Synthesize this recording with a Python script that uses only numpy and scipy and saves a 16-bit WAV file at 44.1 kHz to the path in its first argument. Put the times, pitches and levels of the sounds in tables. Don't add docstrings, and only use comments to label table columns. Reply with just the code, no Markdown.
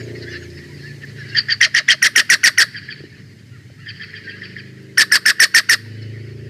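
import sys
import numpy as np
from scipy import signal
from scipy.fft import rfft, irfft, next_fast_len
from scipy.io import wavfile
from scipy.ndimage import uniform_filter1d, map_coordinates

SR = 44100
rng = np.random.default_rng(int(sys.argv[2]) if len(sys.argv) > 2 else 0)


def nominal_scale(level):
    x = np.asarray(level, float) / 20
    return 10 ** x


def wrap_up_sound(samples):
    columns = np.atleast_2d(samples).T
    tamed = np.clip(columns, -1, 1)
    steps = np.round(tamed * 32767).astype(np.int16)
    wavfile.write(sys.argv[1], SR, steps)


N = 286209
MS = np.arange(-441, 3300) / SR * 1000

# frequency in Hz, time to fall by 60 dB in seconds.
TREES = [(500, 1), (1900, 0.53), (4600, 0.58), (12000, 0.59)]
# frequency in Hz, level in dB.
FRONT = [(60, -20.5), (300, -7), (900, -15), (1500, -7), (3500, -1), (5300, 0), (9000, -3.5), (13500, -9.5),
         (14600, -10.5), (15700, -39.5)]


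def unit(x):
    return x / np.sqrt(np.mean(x ** 2) + 1e-20)


def along(points, hz):
    f, v = np.transpose(points)
    return np.interp(np.log(hz + 1), np.log(f + 1), v)


def curves(rows):
    s, *cols = np.transpose(rows)
    return [np.interp(np.arange(N) / SR, s, c) for c in cols]


def wobble(rate, size=N):
    return map_coordinates(rng.standard_normal(size // 30 + 4), [np.arange(size) * rate / SR])


def coloured(x, spectrum):
    m = next_fast_len(len(x))
    points = [(0.64, -120)] + spectrum + [(SR / 2, -120)]
    gain = nominal_scale(along(points, np.fft.rfftfreq(m, 1 / SR)))
    return unit(irfft(rfft(x, m) * gain, m)[:len(x)])


def cycle(hz):
    return 2 * np.pi * (np.cumsum(hz) / SR + rng.random())


def echoes(x, t60s):
    # frequency in Hz, level in dB.
    echo_colour = [(500, -4), (1100, 1.5), (1850, 0.5), (2600, -3.5), (3700, 1), (4600, 3), (6000, -7.5),
                   (14000, 1.5)]
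    hz, t, z = signal.stft(rng.standard_normal(SR // 2), SR, nperseg=128)
    fade_db = along(echo_colour, hz)[:, None] - 60 * t / along(t60s, hz)[:, None]
    tail = signal.istft(z * nominal_scale(fade_db), SR, nperseg=128)[1]
    return signal.fftconvolve(x, tail / np.linalg.norm(tail))


def hiss():
    # time in seconds, level in dB.
    hiss_level = [(0, -55.5), (1.3, -56), (1.7, -57.5), (2.8, -62), (4.9, -61.5), (5.9, -61.5),
                  (6.49, -62.5)]
    # frequency in Hz, density in dB per Hz.
    hiss_colour = [(400, 9.5), (850, 10.5), (1400, 6), (1950, 9.5), (2700, -3), (3700, 13), (4500, -1),
                   (6000, 12), (9000, 4), (13300, -2), (14000, 2), (14700, -42)]
    (hiss_db,) = curves(hiss_level)
    return nominal_scale(hiss_db) * coloured(rng.standard_normal(N), hiss_colour)


def engine():
    # time in seconds, level in dB, pitch the valley booms at in Hz, engine load in dB.
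    drone = [(0.0, -33, 100, 0.5), (0.15, -34.5, 105, 3.5), (0.47, -34, 98, -8), (0.65, -38.5, 129, -6.5),
             (1.16, -35, 136, -9), (1.48, -39, 117, -9.5), (1.63, -39.5, 97.5, -13),
             (1.82, -46.5, 128, -8.5), (2.45, -46.5, 131, -5.5), (2.73, -41.5, 114, -10.5),
             (3.14, -42.5, 116.6, -7), (3.85, -38, 105, -19), (4.27, -40.5, 101, -6),
             (4.75, -43.5, 129, -4.5), (5.02, -47, 119, 1.5), (5.58, -49.5, 128, -5),
             (6.04, -35.5, 106, -6), (6.49, -33, 106.3, -8)]
    # time in seconds, firings a second in Hz, steadiness from 0 to 1.
    firing = [(0, 29, .98), (.4, 29.1, .96), (.65, 28.8, .86), (.9, 28.4, .84), (1.3, 27.9, .84),
              (1.7, 27.6, .8), (2.6, 26.5, .3), (3.7, 25, .25), (4.1, 25.4, .9), (4.5, 25.6, .97),
              (4.95, 26, .97), (5.8, 26.6, .97), (6.15, 27.05, .98), (6.49, 27.6, .98)]
    # level in dB, from order 2 to 24.
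    order_levels = [0, 2, 2, 1, -5.5, 0, 1.5, 0, 1, -5, 3, 1.5, 1.5, 0.5, -4, 4, -3, -2, 3, -0.5, 3, 0, -2]
    # time in seconds, centre in Hz, depth in dB.
    ground = [(0, 199, -8), (.5, 200, -5), (1.5, 300, -2), (4.3, 290, -12), (4.6, 290, -9.5),
              (4.85, 253, -9), (5.8, 202, -7), (6.49, 195, -8)]
    # frequency in Hz, level in dB.
    pipe = [
        [(45, -75), (62, -44), (81, -15), (105, 0), (122, -3), (135, -30)],
        [(115, -40), (128, 0), (155, -3), (170, -30)],
        [(150, -40), (178, 3), (205, -4), (310, -5), (345, -20)],
        [(290, -30), (345, 0), (445, -1), (475, -19), (620, -22), (720, -38)],
    ]
    # share of the level, share of the load, offset in dB.
    load_rows = [
        (0.453, 0.558, -22),
        (0.999, 1.05, -1.5),
    ]
    blur = [1, 1, 4, 5]
    # frequency in Hz, level in dB.
    wash = [(440, -23), (500, 2), (630, -3.5), (720, -19), (850, -16.5)]

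    hz, steady = curves(firing)
    turn = cycle(hz)
    dip_hz, dip_db = curves(ground)
    orders = np.zeros(N)
    for k, db in enumerate(order_levels, 2):
        octaves_off = np.log2(k * hz / dip_hz)
        ground_db = dip_db * np.exp(-(octaves_off / 0.16) ** 2)
        orders += nominal_scale(db + ground_db + 3 * wobble(2.2)) * np.sin(k * turn + 6.3 * rng.random())

    level_db, boom_hz, load_db = curves(drone)
    lows = [level_db - 37.5 * np.log2(boom_hz / centre_hz) ** 2 for centre_hz in (109, 137.7)]
    highs = [loud * level_db + share * load_db + db for loud, share, db in load_rows]
    out = nominal_scale(-68.5) * coloured(rng.standard_normal(N), [(20, -17.0), (50, -6.0), (70, 7.0), (90, -29.0)])
    for db, band, power in zip(lows + highs, pipe, blur):
        clear = steady ** power
        tones = np.sqrt(clear) * coloured(orders, band)
        rumble = np.sqrt(1 - clear) * coloured(rng.standard_normal(N), band)
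        out += nominal_scale(db - 2.0) * (tones + rumble)
    return out + nominal_scale(highs[-1] - 17) * coloured(rng.standard_normal(N), wash)


def chatter():
    # time in seconds, level in dB.
    flock = [(0.0, -46), (0.38, -46), (0.65, -47.5), (1.16, -49), (1.3, -39), (1.5, -46), (1.75, -42),
             (2.3, -47.5), (2.96, -44.5), (3.31, -54), (3.78, -53.5), (3.98, -44.5), (4.5, -43),
             (4.78, -51.5), (5.0, -54.5), (5.2, -48), (5.75, -46.5), (6.49, -50.5)]
    # frequency in Hz, density in dB per Hz.
    voices = [
        [(900, -34.5), (1300, -18.5), (1550, -11), (1900, -2), (2400, -12.5), (3050, -13.5), (3700, -26),
         (4200, -48.5)],
        [(3300, -46), (3800, -5.5), (4400, 1.5), (5300, -2.5), (6000, -24), (7500, -37.5)],
    ]
    # time in seconds, length in seconds, lift of low voices in dB, of high in dB.
    syllables = [(.008, 0.024, 7, 5), (.16, 0.022, 6, 5), (0.232, 0.026, 3, 10.5), (0.335, 0.12, 7.5, 6.5),
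                 (0.445, 0.044, 4, 2.5), (0.507, 0.016, -2, 4), (0.583, 0.027, 4.5, 6),
                 (0.65, 0.031, 3, 4.5), (0.844, 0.12, 1.5, 6.5), (1.037, 0.031, 6.5, -1),
                 (1.085, 0.044, 3, 4.5), (1.2, 0.076, 4.5, 6), (1.3, 0.028, -2, 5)]

    t = np.arange(N) / SR
    (low_db,) = curves(flock)
    high_db = low_db - 5 - 0.5 * t
    lift = sum(np.outer(pair, np.exp(-(2 * (t - s) / length) ** 4)) for s, length, *pair in syllables)
    shared = wobble(35)
    out = np.zeros(N)
    for db, spectrum in zip([low_db, high_db] + lift, voices):
        z = signal.stft(rng.standard_normal(N), nperseg=512)[2]
        field = uniform_filter1d(rng.standard_normal(z.shape), size=3, axis=0)
        field = uniform_filter1d(field, size=6, axis=1)
        patches = signal.istft(z * nominal_scale(3 * unit(field)), nperseg=512)[1][:N]
        out += nominal_scale(db + 1.2 * shared) * coloured(patches, spectrum)
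    return out


def songbirds():
    # start in seconds, length in seconds, middle pitch in Hz, glide in Hz,
    # level in dB.
    arches = [(-.055, .13, 7000, -500, -56), (0.249, 0.12, 1758, 140, -39), (0.284, 0.07, 6160, -100, -57),
              (.26, .11, 5120, 150, -52), (0.385, 0.09, 6750, -700, -57), (3.5, 0.086, 1414, -150, -62.5),
              (3.78, 0.093, 2800, -280, -60), (3.78, 0.062, 1383, -74, -60)]
    glides = [(0.152, 0.023, 2000, 79, -37), (0.14, 0.029, 4360, 199, -50),
              (1.19, 0.047, 5500, -300, -52.5), (0.262, 0.063, 3480, 158, -48.5),
              (0.295, 0.081, 2830, -200, -52), (0.335, 0.054, 1730, 345, -39), (.53, 0.075, 5260, -40, -53),
              (0.685, 0.043, 996, -66, -59), (0.824, 0.11, 1765, 72, -45), (0.855, 0.058, 2620, -710, -54),
              (1.027, 0.024, 1800, -170, -38.5), (1.071, 0.0086, 2300, -600, -51),
              (1.09, .009, 2200, -700, -49), (.005, 0.011, 2300, -1000, -47), (.226, .02, 2050, 0, -45),
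              (1.215, .06, 3000, 498, -58), (1.184, 0.049, 1767, -150, -40.5),
              (1.24, 0.032, 1850, -500, -43.5), (1.286, 0.055, 1640, 57, -42),
              (1.287, 0.14, 2800, -100, -44.5), (3.52, 0.038, 2810, -300, -58.5),
              (3.53, 0.042, 1900, -400, -53), (3.82, 0.04, 2950, -350, -60), (5.88, 0.28, 3000, -30, -60),
              (6.015, 0.02, 5280, -500, -51.5), (6.017, 0.018, 4330, -500, -51),
              (3.767, 0.11, 1750, -150, -56.5), (5.102, 0.0072, 1830, 27, -31),
              (5.243, 0.0055, 1820, -2, -37), (5.383, .006, 1800, 0, -32), (2.141, 0.004, 1820, -2, -39),
              (5.854, 0.015, 944, -20, -57)]
    dips = [
        (4.23, 0.16, 1588, 77, -45),
        (4.305, 0.057, 2687, 140, -48),
    ]

    out = np.zeros(N + SR)
    early = SR // 10
    for rows, bend in [(arches, -0.13), (glides, -0.0458), (dips, 0.0624)]:
        for s, length, middle, glide, db in rows:
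            u = np.linspace(-1, 1, round(length * SR))
            hz = middle * (1 + bend * u ** 2) + glide / 2 * u
            hz = hz * (1 + 0.016 * wobble(190, len(u)))
            swell_db = 5 + 5.5 * np.tanh(wobble(64.8, len(u)))
            note = nominal_scale(db + swell_db) * (1 - u ** 4) * np.sin(cycle(hz))
            out[round(s * SR) + early:][:len(u)] += note
    out = out[early:][:N]
    return out + nominal_scale(-11) * echoes(out, TREES)[:N]


def claws():
    # start in seconds, peak in dB, pitch of the stick in Hz.
    knocks = [
        (3.004, -27.5, 272),
        (3.038, -24, 260),
        (3.7, -39.5, 400),
    ]
    # start in seconds, peak in dB.
    ticks = [
        (1.054, -45),
        (4.0462, -51),
        (4.8299, -52),
        (6.0292, -58),
    ]

    out = np.zeros(N + SR)
    t = np.arange(SR // 20) / SR
    for s, db, hz in knocks:
        sinking_hz = hz * (1 + 0.77 * np.exp(-t / 0.0055))
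        swell = nominal_scale(db - 60 * t / 0.045) * (1 - np.exp(-t / 0.0018))
        out[round(s * SR):][:len(t)] += swell * np.sin(2 * np.pi * np.cumsum(sinking_hz) / SR)
    for s, db in ticks:
        crackle = np.convolve(rng.standard_normal(len(t)), [.25, .25, -.25, -.25], "same")
        out[round(s * SR):][:len(t)] += nominal_scale(db + 9 - 60 * t / .003) * crackle
    return out[:N]


def shape(full, until, rise, fall, db):
    return db - rise * np.clip(full - MS, 0, None) - fall * np.clip(MS - until, 0, None)


def shake(rate):
    return np.tanh(wobble(rate, len(MS)))


def syrinx_whistle(pitch, drive_db, whistle_db, rough, unsteady, slide, start_hz, slack_hz, catch_db):
    held_hz = 1820
    drop = (start_hz - held_hz) * (1 - np.tanh((MS + 0.4) / 1.1 / 2)) / 2
    held = np.maximum(slack_hz, held_hz + drop - 28 * np.clip(MS - 28, 0, None))
    after = np.clip(MS - 3, 0, None)
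    ring = -0.036 * np.sin(2 * np.pi * after / 11.34) * np.exp(-after / 16)
    flutter = unsteady * (.04 * shake(300) + .06 * shake(900))
    turn = cycle(pitch * held * (1 + ring - slide * np.clip(MS - 14, -14, 14) + flutter))
    third = nominal_scale(-19 + 8 * shake(500)) * np.clip(MS / 15, 0, 1) * np.sin(3 * turn)
    flutter_db = rough * (2.2 * shake(260) + 4.5 * shake(800))
    flutter_db += catch_db * np.exp(-((MS - 6.6) / 1.3) ** 2 / 2)
    overshoot = nominal_scale(shape(0.8, 4, 18, 2.2, 6) + min(drive_db + 9.5, 0))
    body = nominal_scale(shape(0.6, 35, 16, 6, -0.5)) + overshoot
    return body * nominal_scale(whistle_db + flutter_db) * (np.sin(turn) + third)


def thin_voice(arc_db):
    hz = 3053 - (3053 - 1600) * np.exp(-(MS + 9.5) / 1.6) - 169 * np.clip(MS + 4.5, 0, 4)
    tone = np.sin(cycle(hz * (1 + 0.042 * shake(340))))
    return nominal_scale(shape(-7, 4, 9, 5.5, -20) + arc_db + 3 * shake(400)) * tone


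def syrinx_rasp(low_db, high_db, lead_db, unsteady, scoop, lead_hz, early_ms):
    # lead-in in dB, loudest at ms, loudest level in dB, rise in dB per ms, fall in dB per ms.
    partials = [
        (-3.5, 33, -12, 0.5, 1.5),
        (-28, 21.3, -4, 0.73, 0.86),
        (-21, 37.5, -1.5, 0.9, 1.5),
        (-33, 14, -23, 0.5, 0),
    ]

    hz = shape(16, 16, 5.5, 4.5, 1620) - 13.9 * np.clip(MS - 38, 0, 25)
    after = np.clip(MS - 3, 0, None)
    hz = hz * (1 - scoop * np.exp(-(after / 7) ** 2 / 2))
    hz = np.where(MS < 2, lead_hz - 18 * (MS + 3), hz)
    opening_db = shape(13.5, 47.5, 0.75, 1.5, -0.5)
    lift_db = [0, low_db, high_db, high_db]
    out = np.zeros(len(MS))
    for k, (first_db, ms, db, rise, fall) in enumerate(partials):
        lead_in = nominal_scale(first_db + lead_db + shape(-5, -1.2, 9, 9, 1.5))
        full_ms = ms - early_ms * (ms > 30)
        body = nominal_scale(shape(full_ms, ms, rise, fall, db) + opening_db)
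        level = (lead_in + body) * nominal_scale(lift_db[k] + 3.2 * unsteady * shake(800))
        out += level * np.sin(cycle((k + 1) * hz * (1 + .036 * unsteady * shake(700))))
    return out


def breath_noise(breath_db):
    # frequency in Hz, level in dB.
    throat = [(300, -52), (600, -17), (1100, -19.5), (1700, 7), (2400, 9), (3100, 7), (3800, 2), (4600, 8),
              (6000, -0.5), (9000, -22), (14000, -40)]
    level_db = shape(18.5, 40.5, 0.96, 2, -8.5) + breath_db - 4.3 * np.clip(-3 - MS, 0, None)
    return nominal_scale(level_db) * coloured(rng.standard_normal(len(MS)), throat)


def closing(pitch, whistle_db, rough, upper, under_db, close_db):
    hz = pitch * np.clip(2000 - 36.02 * (MS - 38.5), 900, 3000)
    fall = cycle(hz * (1 + 0.0401 * rough * shake(500)))
    brief = nominal_scale(shape(0, 39, 0, 2.5, 0))
    tones = np.sin(fall) + upper * brief * np.sin(1.3 * fall) + .12 * np.sin(3 * fall)
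    close = nominal_scale(shape(38.5, 46, 2, 6, -2) + whistle_db + close_db + 3 * shake(330)) * tones

    linger = np.sin(cycle(pitch * 1830 * (1 + 0.086 * shake(451))))
    linger *= nominal_scale(shape(47.5, 52.5, 4, 3.5, -17.5) + whistle_db + 5.4 * shake(350))

    sink_hz = np.clip(1499 - 30.3 * (MS - 46), 1132, 1500)
    sink = np.sin(cycle(sink_hz * (1 + 0.033 * shake(340))))
    sink *= nominal_scale(shape(46, 57, 0.5, 6, -15) + 2 * shake(200))

    under_hz = 600 + 430 * np.exp(-(np.clip(MS - 30, 0, None) / 10) ** 2 / 2)
    under = np.sin(cycle(under_hz * (1 + 0.035 * shake(200))))
    under *= nominal_scale(shape(50, 64, 1, 3.5, -24) + under_db + 2 * shake(150))
    return close + linger + sink + under


def call(pitch, low_db, high_db, drive_db, whistle_db, lead_db, breath_db, arc_db, manner):
    # roughness, scoop of the rasp as a share of pitch,
    # slide of the whistle per ms, share of the upper voice in the close, undertone in dB.
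    manners = dict(near=(1.2, .1, .003, .35, -2), again=(1, 0, .001, .3, -7),
               turning=(1.15, .18, .002, .4, 5), away=(.95, .05, .002, .5, -10),
               far=(1.1, 0, .004, 1.2, -12))
    # start in Hz, lead-in in Hz, slack pitch in Hz,
    # how early the high rasp comes in ms, close in dB, catch of the air after the snap in dB.
    habits = dict(near=(2500, 1500, 1499.5, 0.5, 0, -2), again=(2350.5, 1500, 1520, 0, -0.5, -2.5),
              turning=(2079, 1700.5, 1650, 3, 1.5, -7.5), away=(2000.5, 1700.5, 1600, 2.5, 0.5, -5),
              far=(2298.5, 1650, 1550, 13.5, -0.5, -3))
    rough, scoop, slide, upper, under_db = manners[manner]
    start_hz, lead_hz, slack_hz, early_ms, close_db, catch_db = habits[manner]
    unsteady = rough * np.clip(MS / 20, .45, 1)
    whistle = syrinx_whistle(pitch, drive_db, whistle_db, rough, unsteady, slide, start_hz, slack_hz, catch_db)
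    rasp = syrinx_rasp(low_db, high_db, lead_db, unsteady, scoop, lead_hz, early_ms)
    close = closing(pitch, whistle_db, rough, upper, under_db, close_db)
    return whistle + thin_voice(arc_db) + rasp + breath_noise(breath_db) + close


def beam(x, spectrum):
    m = next_fast_len(len(x) + 2000)
    f = np.fft.rfftfreq(m, 1 / SR)
    lag = (3500 ** 2 - f ** 2 - 1j * f * 3000) / (3500 ** 2 - f ** 2 + 1j * f * 3000)
    gain = nominal_scale(along([(0.6, -120)] + spectrum + [(SR / 2, -120)], f))
    return irfft(rfft(x, m) * lag * gain, m)[:len(x)]


def jay(calls, snap_db, drive_db, whistle_db, lead_db, breath_db, arc_db, manner, facing, gain_db, nest_db,
        trees_db):
    # frequency in Hz, time to fall by 60 dB in seconds.
    nest = [(500, 0.04), (1900, 0.085), (4600, 0.069), (12000, 0.13)]
    out = np.zeros(N + 2 * SR)
    snap = nominal_scale(snap_db * np.exp(-np.abs(MS - 0.9) / np.where(MS < 0.9, 1.5, 3)))
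    for s, db, *voice in calls:
        blown = nominal_scale(drive_db) * call(*voice, drive_db, whistle_db, lead_db, breath_db, arc_db, manner)
        squared = blown / (1 + np.abs(blown) ** 6) ** (1 / 6)
        throb = nominal_scale(1.2 * shake(258) + 2.6 * shake(1300))
        direct = beam(snap * throb * squared, facing)
        answer = nominal_scale(nest_db) * echoes(direct, nest) + nominal_scale(trees_db) * echoes(direct, TREES)
        heard = np.pad(answer, (300, 0))
        heard[:len(direct)] += direct
        out[round(s * SR) - 441:][:len(heard)] += nominal_scale(db + gain_db) * heard
    return out[:N]


def far_jay():
    # snap in seconds, peak in dB, pitch factor, low rasp in dB, high rasp in dB.
    far_calls = [
        (2.7473, -25, 0.94, 1.5, -4),
        (2.8882, -25.5, 0.94, 2.5, -3.5),
        (3.8676, -28, 0.96, 8.5, 0),
        (4.002, -28, 0.97, 6, -4.5),
        (4.1388, -28.5, 0.95, 4, -7),
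        (4.2764, -28.5, 1, 2.5, -7.5),
        (4.4188, -29.5, 0.96, 0.5, -5.5),
        (4.5648, -29, 0.96, 1, -9),
    ]
    # frequency in Hz, level in dB.
    behind = [(900, -33), (1400, -15.5), (1900, -4), (2600, -5), (3200, -6.5), (3800, -5), (4700, -1.5),
              (5600, -14), (8000, -28), (12000, -55)]
    far = jay(far_calls, snap_db=-1.5, drive_db=-12, whistle_db=1, lead_db=3, breath_db=-9, arc_db=-2,
              manner="far", facing=behind, gain_db=12, nest_db=-7.5, trees_db=-13)
    return far + nominal_scale(-15) * np.roll(far, round(.072 * SR))


def jay_turned_away():
    # snap in seconds, peak in dB, pitch factor, low rasp in dB, high rasp in dB.
    away_calls = [
        (1.353, -5.5, 1.001, 1.5, -1.5),
        (1.4905, -6, 1.02, -0.5, -2.5),
    ]
    # frequency in Hz, level in dB.
    aside = [(900, -20), (1400, -10.5), (1900, -4.5), (2500, -8), (3200, -1.5), (3850, -4), (4700, 9),
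             (5600, -11), (6500, -6.5), (8000, -11), (12000, -47)]
    return jay(away_calls, snap_db=2.0, drive_db=-15.5, whistle_db=-0.5, lead_db=0.5, breath_db=-2.0, arc_db=-9,
               manner="away", facing=aside, gain_db=9.5, nest_db=-10.0, trees_db=-25.5)


def jay_turning():
    # snap in seconds, peak in dB, pitch factor, low rasp in dB, high rasp in dB.
    turning_calls = [
        (1.6122, 2, 1.05, 2, -4),
        (1.7486, 0.5, 1.02, 0, -2),
        (1.8871, 1.5, 1.04, 9.5, -3),
    ]
    return jay(turning_calls, snap_db=4.0, drive_db=-5.5, whistle_db=1.5, lead_db=-1, breath_db=2.0, arc_db=-3.5,
               manner="turning", facing=FRONT, gain_db=-3.0, nest_db=-11, trees_db=-29.0)


def jay_facing():
    # snap in seconds, peak in dB, pitch factor, low rasp in dB, high rasp in dB.
    near_calls = [
        (2.0266, 0, 1.02, 0.5, -3),
        (2.161, 0.5, 1.008, 6, -10),
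        (2.3006, 0.5, 1.015, -6.5, -0.5),
        (2.4392, 1, 1.01, -11, 3),
        (2.5828, 1, 0.99, -2, 3),
    ]
    return jay(near_calls, snap_db=3.0, drive_db=1.5, whistle_db=6.5, lead_db=-5.0, breath_db=4.0, arc_db=1.0,
               manner="near", facing=FRONT, gain_db=-5.0, nest_db=-13.5, trees_db=-24.5)


def jay_again():
    # snap in seconds, peak in dB, pitch factor, low rasp in dB, high rasp in dB.
    again_calls = [
        (4.9804, 1, 0.99, -16, 2.5),
        (5.1214, 0, 0.95, -13, 2.5),
        (5.2614, 0.5, 0.98, -8, 2),
        (5.4019, 1, 0.99, -14, 4),
        (5.5479, 1, 1.01, -8, 2),
        (5.696, 0.5, 1.005, -10.5, 3.5),
    ]
    return jay(again_calls, snap_db=5.0, drive_db=4, whistle_db=6.5, lead_db=-4.0, breath_db=5.5, arc_db=-3.5,
               manner="again", facing=FRONT, gain_db=-5.5, nest_db=-14, trees_db=-26.0)


def scene():
    background = hiss() + engine() + chatter() + songbirds() + claws()
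    near = jay_turned_away() + jay_turning() + jay_facing() + jay_again()
    return (background + far_jay() + near)[None]


def low_pass(x):
    return signal.sosfilt(signal.butter(12, 15750, fs=SR, output="sos"), x)


def record(dry):
    rounded = dry / (1 + np.abs(dry) ** 8) ** (1 / 8)
    return low_pass(np.clip(1.053 * rounded, -1, 1))


dry = scene()
out = record(dry)
wrap_up_sound(out)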